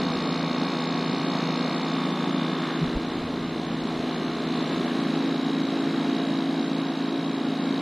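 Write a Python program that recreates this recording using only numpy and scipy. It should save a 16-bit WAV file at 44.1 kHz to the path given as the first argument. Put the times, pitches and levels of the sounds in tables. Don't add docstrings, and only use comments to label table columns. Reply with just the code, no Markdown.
import sys
import numpy as np
from scipy import signal
from scipy.fft import rfft, irfft
from scipy.io import wavfile
from scipy.ndimage import uniform_filter1d, map_coordinates

SR = 44100
rng = np.random.default_rng(int(sys.argv[2]) if len(sys.argv) > 2 else 0)


def wrap_up_sound(samples):
    columns = np.atleast_2d(samples).T
    tamed = np.clip(columns, -1, 1)
    steps = np.round(tamed * 32767).astype(np.int16)
    wavfile.write(sys.argv[1], SR, steps)


def invert_db(x):
    u = np.asarray(x, float) / 20
    return 10 ** u


N = 344421
T = np.arange(N) / SR
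FAN_HZ, PUMP_HZ = 27.24, 58.39
SHELL_DB = (-38.5, -39, -43, -43.5)


# multiple of the turning rate,
# then level in dB bent over, rising, turned aside, standing.
BLADES = [(5, -17.5, -29, -15.5, -22.5), (6, 1, -1, -3, -4), (7, -2.5, 0, -34, -30),
          (8, -26, -7.5, -9.5, -3.5), (9, 3, 1.5, 1.5, 0.5), (10, 1, 1, -3.5, 5.5),
          (11, -38, -26, -44, -34), (12, -3.5, -3, -1.5, -0.5), (13, -29, -24, -22, -17),
          (14, -11, -13, -12, -36), (15, -27, -15, -8.5, -8.5), (16, -32, -30, -15.5, -29),
          (17, -23, -32, -11.5, -47), (18, -8.5, -18, -26, -29)]


def fan():
    table = np.array(BLADES)
    orders = np.arange(len(table)) + 5
    delay_turns = -0.045 * orders + 0.0052 * (orders - 9) ** 2
    bunch = np.exp(-2j * np.pi * delay_turns)

    def voice(place):
        return by_place(table[:, 1:], place) * bunch

    throb = turning(orders, voice, FAN_HZ, echo=.2, unsteady=.002)[1]
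    level_db = heard((-26, -24.5, -28, -24.5)) - 3.0 + 0.14 * wobble(8.5)
    return invert_db(level_db) * throb


# frequency in Hz, width in
# Hz, then level in dB bent over, rising, turned aside, standing.
MODES = [(610, 54, -17, -23, -2, -17), (700, 60, 6, -1, 8, 5.5), (884, 190, 2, 0.5, -4, -10),
         (1050, 62, -6, 1, 4.5, 0.5), (1106, 58, 10.5, 8.5, 6.5, 2), (1226, 166, 5, 5, 3.5, -3.5),
         (1613, 200, -3, -3.5, -1.5, -4), (1930, 88, -1, -10, -3, -11), (2167, 85, 3, -1.5, 0, -4),
         (2395, 170, 1, -4.5, -4, -7), (2926, 210, -2, -3, -1.5, -6),
         (3255, 90, -10, -5, -2, -2), (3330, 110, -6, -8, -8, -10), (3595, 103, 1, 3, 6.5, -4),
         (3628, 130, 2.5, 3, -14, -8.5), (3775, 110, 5, -11, -9, 2.5), (3863, 100, -2.5, -3, 2, 4),
         (4043, 90, 1, -1, 5, 0.5), (4235, 132, 4.5, -9, -1, -6), (4314, 35, -21, -7, -10, -14),
         (4580, 100, -4, -7, -7, -5.5), (4900, 200, -9, -22, -13, -37), (5146, 143, -2, -10, -14, -9),
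         (6230, 190, -10.5, -16, -12, -16), (6670, 160, -19.5, -20, -19, -19.5)]
# frequency in Hz, moment in the stroke in turns.
STRIKES = [(1400, -.12), (1900, -.42), (2600, -.38), (3400, -.19), (3700, -.09), (4400, .08), (7000, 0)]


def compressor():
    hz, width, *levels_db = np.transpose(MODES)[:, :, None]
    levels_db = np.hstack(levels_db)
    orders = np.arange(8, 125)
    f = PUMP_HZ * orders
    resonance = (1 + (2 * (f - hz) / width) ** 2) ** -2
    moment = curves(STRIKES, f)[0]
    delay = np.exp(-2j * np.pi * np.cumsum(moment))

    def voice(place):
        power = by_place(levels_db, place) ** 2 @ resonance
        return struck(np.sqrt(power)) * delay

    stroke, tone = turning(orders, voice, PUMP_HZ, echo=.36, unsteady=.0005)
    return stroke, invert_db(heard(SHELL_DB) + 3.5 + 0.62 * wobble(12)) * tone


# frequency in Hz,
# level in dB per Hz bent over, level in dB per Hz standing.
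AIR = [(112, -57, -56), (143, -1.5, -4), (264, 1.5, 1), (525, -6.5, -9), (715, -7, -10), (960, -9, -13.5),
       (1410, -15, -17), (2470, -20, -22), (3770, -25, -25), (5070, -28, -30.5), (7070, -39.5, -40.5),
       (11000, -47.5, -47.5), (13100, -56, -56.5), (15201, -64, -63)]


def air(stroke):
    hz, near_db, far_db = np.transpose(AIR)
    far = np.clip(camera()[0] / 1.9, 0, 1) * np.pi / 2
    flow = np.cos(far) * rush(hz, near_db, patchy_db=0.87)
    flow += np.sin(far) * rush(hz, far_db, patchy_db=0.92)
    gas_hz = [900, 1300, 2600, 4000, 5200, 7000, 9000]
    gas = rush(gas_hz, [-45, -8, -1.0, -6.5, -25.0, -12, -48], patchy_db=2.4)
    pulse_db = 4 * np.cos(2 * np.pi * (stroke + .01))
    gas = unit(gas * invert_db(pulse_db))
    breath_db = .5 * wobble(3)
    flow_db = heard((-34, -34, -35, -35.5)) + 4.0 + breath_db
    return invert_db(flow_db) * flow + invert_db(heard(SHELL_DB) - 10.5) * gas


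# frequency in Hz, level in dB per Hz.
RUMBLE = [(15, -10), (40, 1.5), (70, -1), (110, 6), (140, -23.5)]
# time in seconds, frequency in Hz,
# half length in seconds, level in dB.
PUFFS = [
    (2.83, 163, 0.012, -16.5),
    (2.84, 40, .012, -40),
    (2.878, 35, .01, -38),
    (2.966, 45.4, 0.0096, -22.5),
]


def bass():
    rumble = unit(rush(*np.transpose(RUMBLE), patchy_db=1.5) * invert_db(1.8 * wobble(14)))
    blade = invert_db(-2.0) * np.sin(2 * np.pi * 3 * FAN_HZ * T)
    puffs = np.zeros(N)
    for s, hz, half, db in PUFFS:
        swell = np.exp(-.5 * ((T - s) / half) ** 2)
        puffs += invert_db(db) * swell * np.cos(2 * np.pi * hz * (T - s))
    return leak() * (rumble + blade) + puffs


GUSTS = [-1.3, 2.8]


def leak():
    open_db, shut_db, shutting_db_per_s2, spring_s = -48.5, -80, 3.5, 0.023
    since = T - np.array(GUSTS)[:, None]
    opening = np.clip(since / spring_s, 0, 1)
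    closing = invert_db(open_db - shutting_db_per_s2 * since ** 2)
    return invert_db(shut_db) + np.max(opening * closing, axis=0)


# frequency in Hz, level in dB per Hz.
SWISH = [(700, -28), (1300, -2), (1700, 4), (2500, -9), (3500, -14), (6000, -35)]


def swing():
    middle_s, half_s, level_db = 2.69, 0.13, -41.5
    swell = np.exp(-.5 * ((T - middle_s) / half_s) ** 2)
    return invert_db(level_db) * swell * rush(*np.transpose(SWISH), patchy_db=-0.5)


# time in seconds, place (0 bent over, 1 rising, 2 turned aside, 3 standing),
# extra path in metres, distance moved in room patterns.
CAMERA = [(0, 0, 0.056, 1), (1.8, 0, 0.026, 1.3), (2.1, 1, .05, 3), (2.5, 1, 0.25, 5.5), (3, 2, 0.6, 10),
          (3.6, 2, .65, 14), (4.3, 2, 0.68, 15), (4.9, 2.2, .65, 19), (5.25, 3, 0.4, 21), (7, 3, 0.4, 22),
          (7.8, 3, 0.5, 23)]


def camera(t=T):
    return curves(CAMERA, t)


# time in seconds, level in dB.
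SHADE = [(0, 0), (.8, 0), (1.1, 0), (1.4, .5), (1.9, -.5), (2.5, 0), (2.8, -0.5), (3.1, -1), (3.5, -1.5),
         (4.1, 0), (4.4, 0.5), (4.6, 2), (5.4, 1), (6, 1), (6.7, 0), (7.4, -1.5), (7.8, 0.5)]


def heard(levels_db):
    return np.interp(camera()[0], range(4), levels_db) + curves(SHADE)[0]


def turning(orders, voice, speed_hz, echo, unsteady):
    knots = np.arange(0, N / SR + .2, 1 / 8)
    place, _, moved = camera(knots)
    pattern = rng.standard_normal((2, 24, len(orders)))
    here = [[np.interp(moved, np.arange(24), p) for p in part.T] for part in pattern]
    gain, phase_shift = np.array(here)
    room = np.exp(echo * (gain / 4 + 1j * phase_shift)).T
    spectrum = np.zeros((len(knots), 4097), complex)
    spectrum[:, orders] = voice(place) * room
    turn = irfft(spectrum)
    turn /= turn.std(axis=1, keepdims=True)
    arrival = T - camera()[1] / 343
    phase = (speed_hz * arrival + unsteady * wobble(6)) % 1
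    return phase, map_coordinates(turn, [T * 8, phase * 8191], order=1)


def struck(gain):
    cepstrum = irfft(np.log(gain))
    half = cepstrum.shape[1] // 2
    causal = np.r_[1, np.full(half - 1, 2), 1, np.zeros(half - 1)]
    return np.exp(rfft(cepstrum * causal))


def by_place(levels_db, place):
    return invert_db(np.transpose([np.interp(place, range(4), row) for row in levels_db]))


def rush(hz, db, patchy_db):
    f, _, z = signal.stft(rng.standard_normal(N + 2048), SR, nperseg=2048)
    field = uniform_filter1d(rng.standard_normal(z.shape), size=16, axis=0)
    field = uniform_filter1d(field, size=3, axis=1)
    colour = np.interp(np.log(f + 1), np.log(hz), db, left=-120, right=-120)
    gain_db = colour[:, None] + patchy_db * unit(field)
    return unit(signal.istft(z * invert_db(gain_db), nperseg=2048)[1][:N])


def wobble(rate):
    return map_coordinates(rng.standard_normal(int(N * rate / SR) + 4), [T * rate])


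def curves(rows, t=T):
    s, *cols = np.transpose(rows)
    return [np.interp(t, s, c) for c in cols]


def unit(x):
    return x / np.sqrt(np.mean(x ** 2) + 1e-20)


def scene():
    stroke, shell = compressor()
    return np.tile(fan() + shell + air(stroke) + bass() + swing(), (2, 1))


# lower edge in Hz, share of frames.
FLIPPED = [(4594, .2), (5062, .08), (5625, .36), (6188, .36), (6844, .26), (7500, 0.13), (8250, 0.29),
           (9000, 0.25), (9750, 0.13), (10500, 0.097), (11250, 0.047), (12000, 0)]


def flipped_bands(mono):
    edge_hz, share = np.transpose(FLIPPED)
    f, t, z = signal.stft(mono, SR, window="cosine", nperseg=1882)
    luck = rng.random((len(share), len(t)))
    common = rng.random(len(t))
    flip = luck < 1.8 * share[:, None] * common
    band = np.searchsorted(edge_hz, f) - 1
    chosen = flip[band] * (band >= 0)[:, None]
    return signal.istft(z * chosen, window="cosine", nperseg=1882)[1][:N]


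def roll_off(x):
    return signal.sosfilt(signal.butter(12, 15140, fs=SR, output="sos"), x)


def record(dry):
    right = dry[1] - 2 * flipped_bands(dry[0])
    return roll_off(np.array([dry[0], right]))


dry = scene()
out = record(dry)
wrap_up_sound(out)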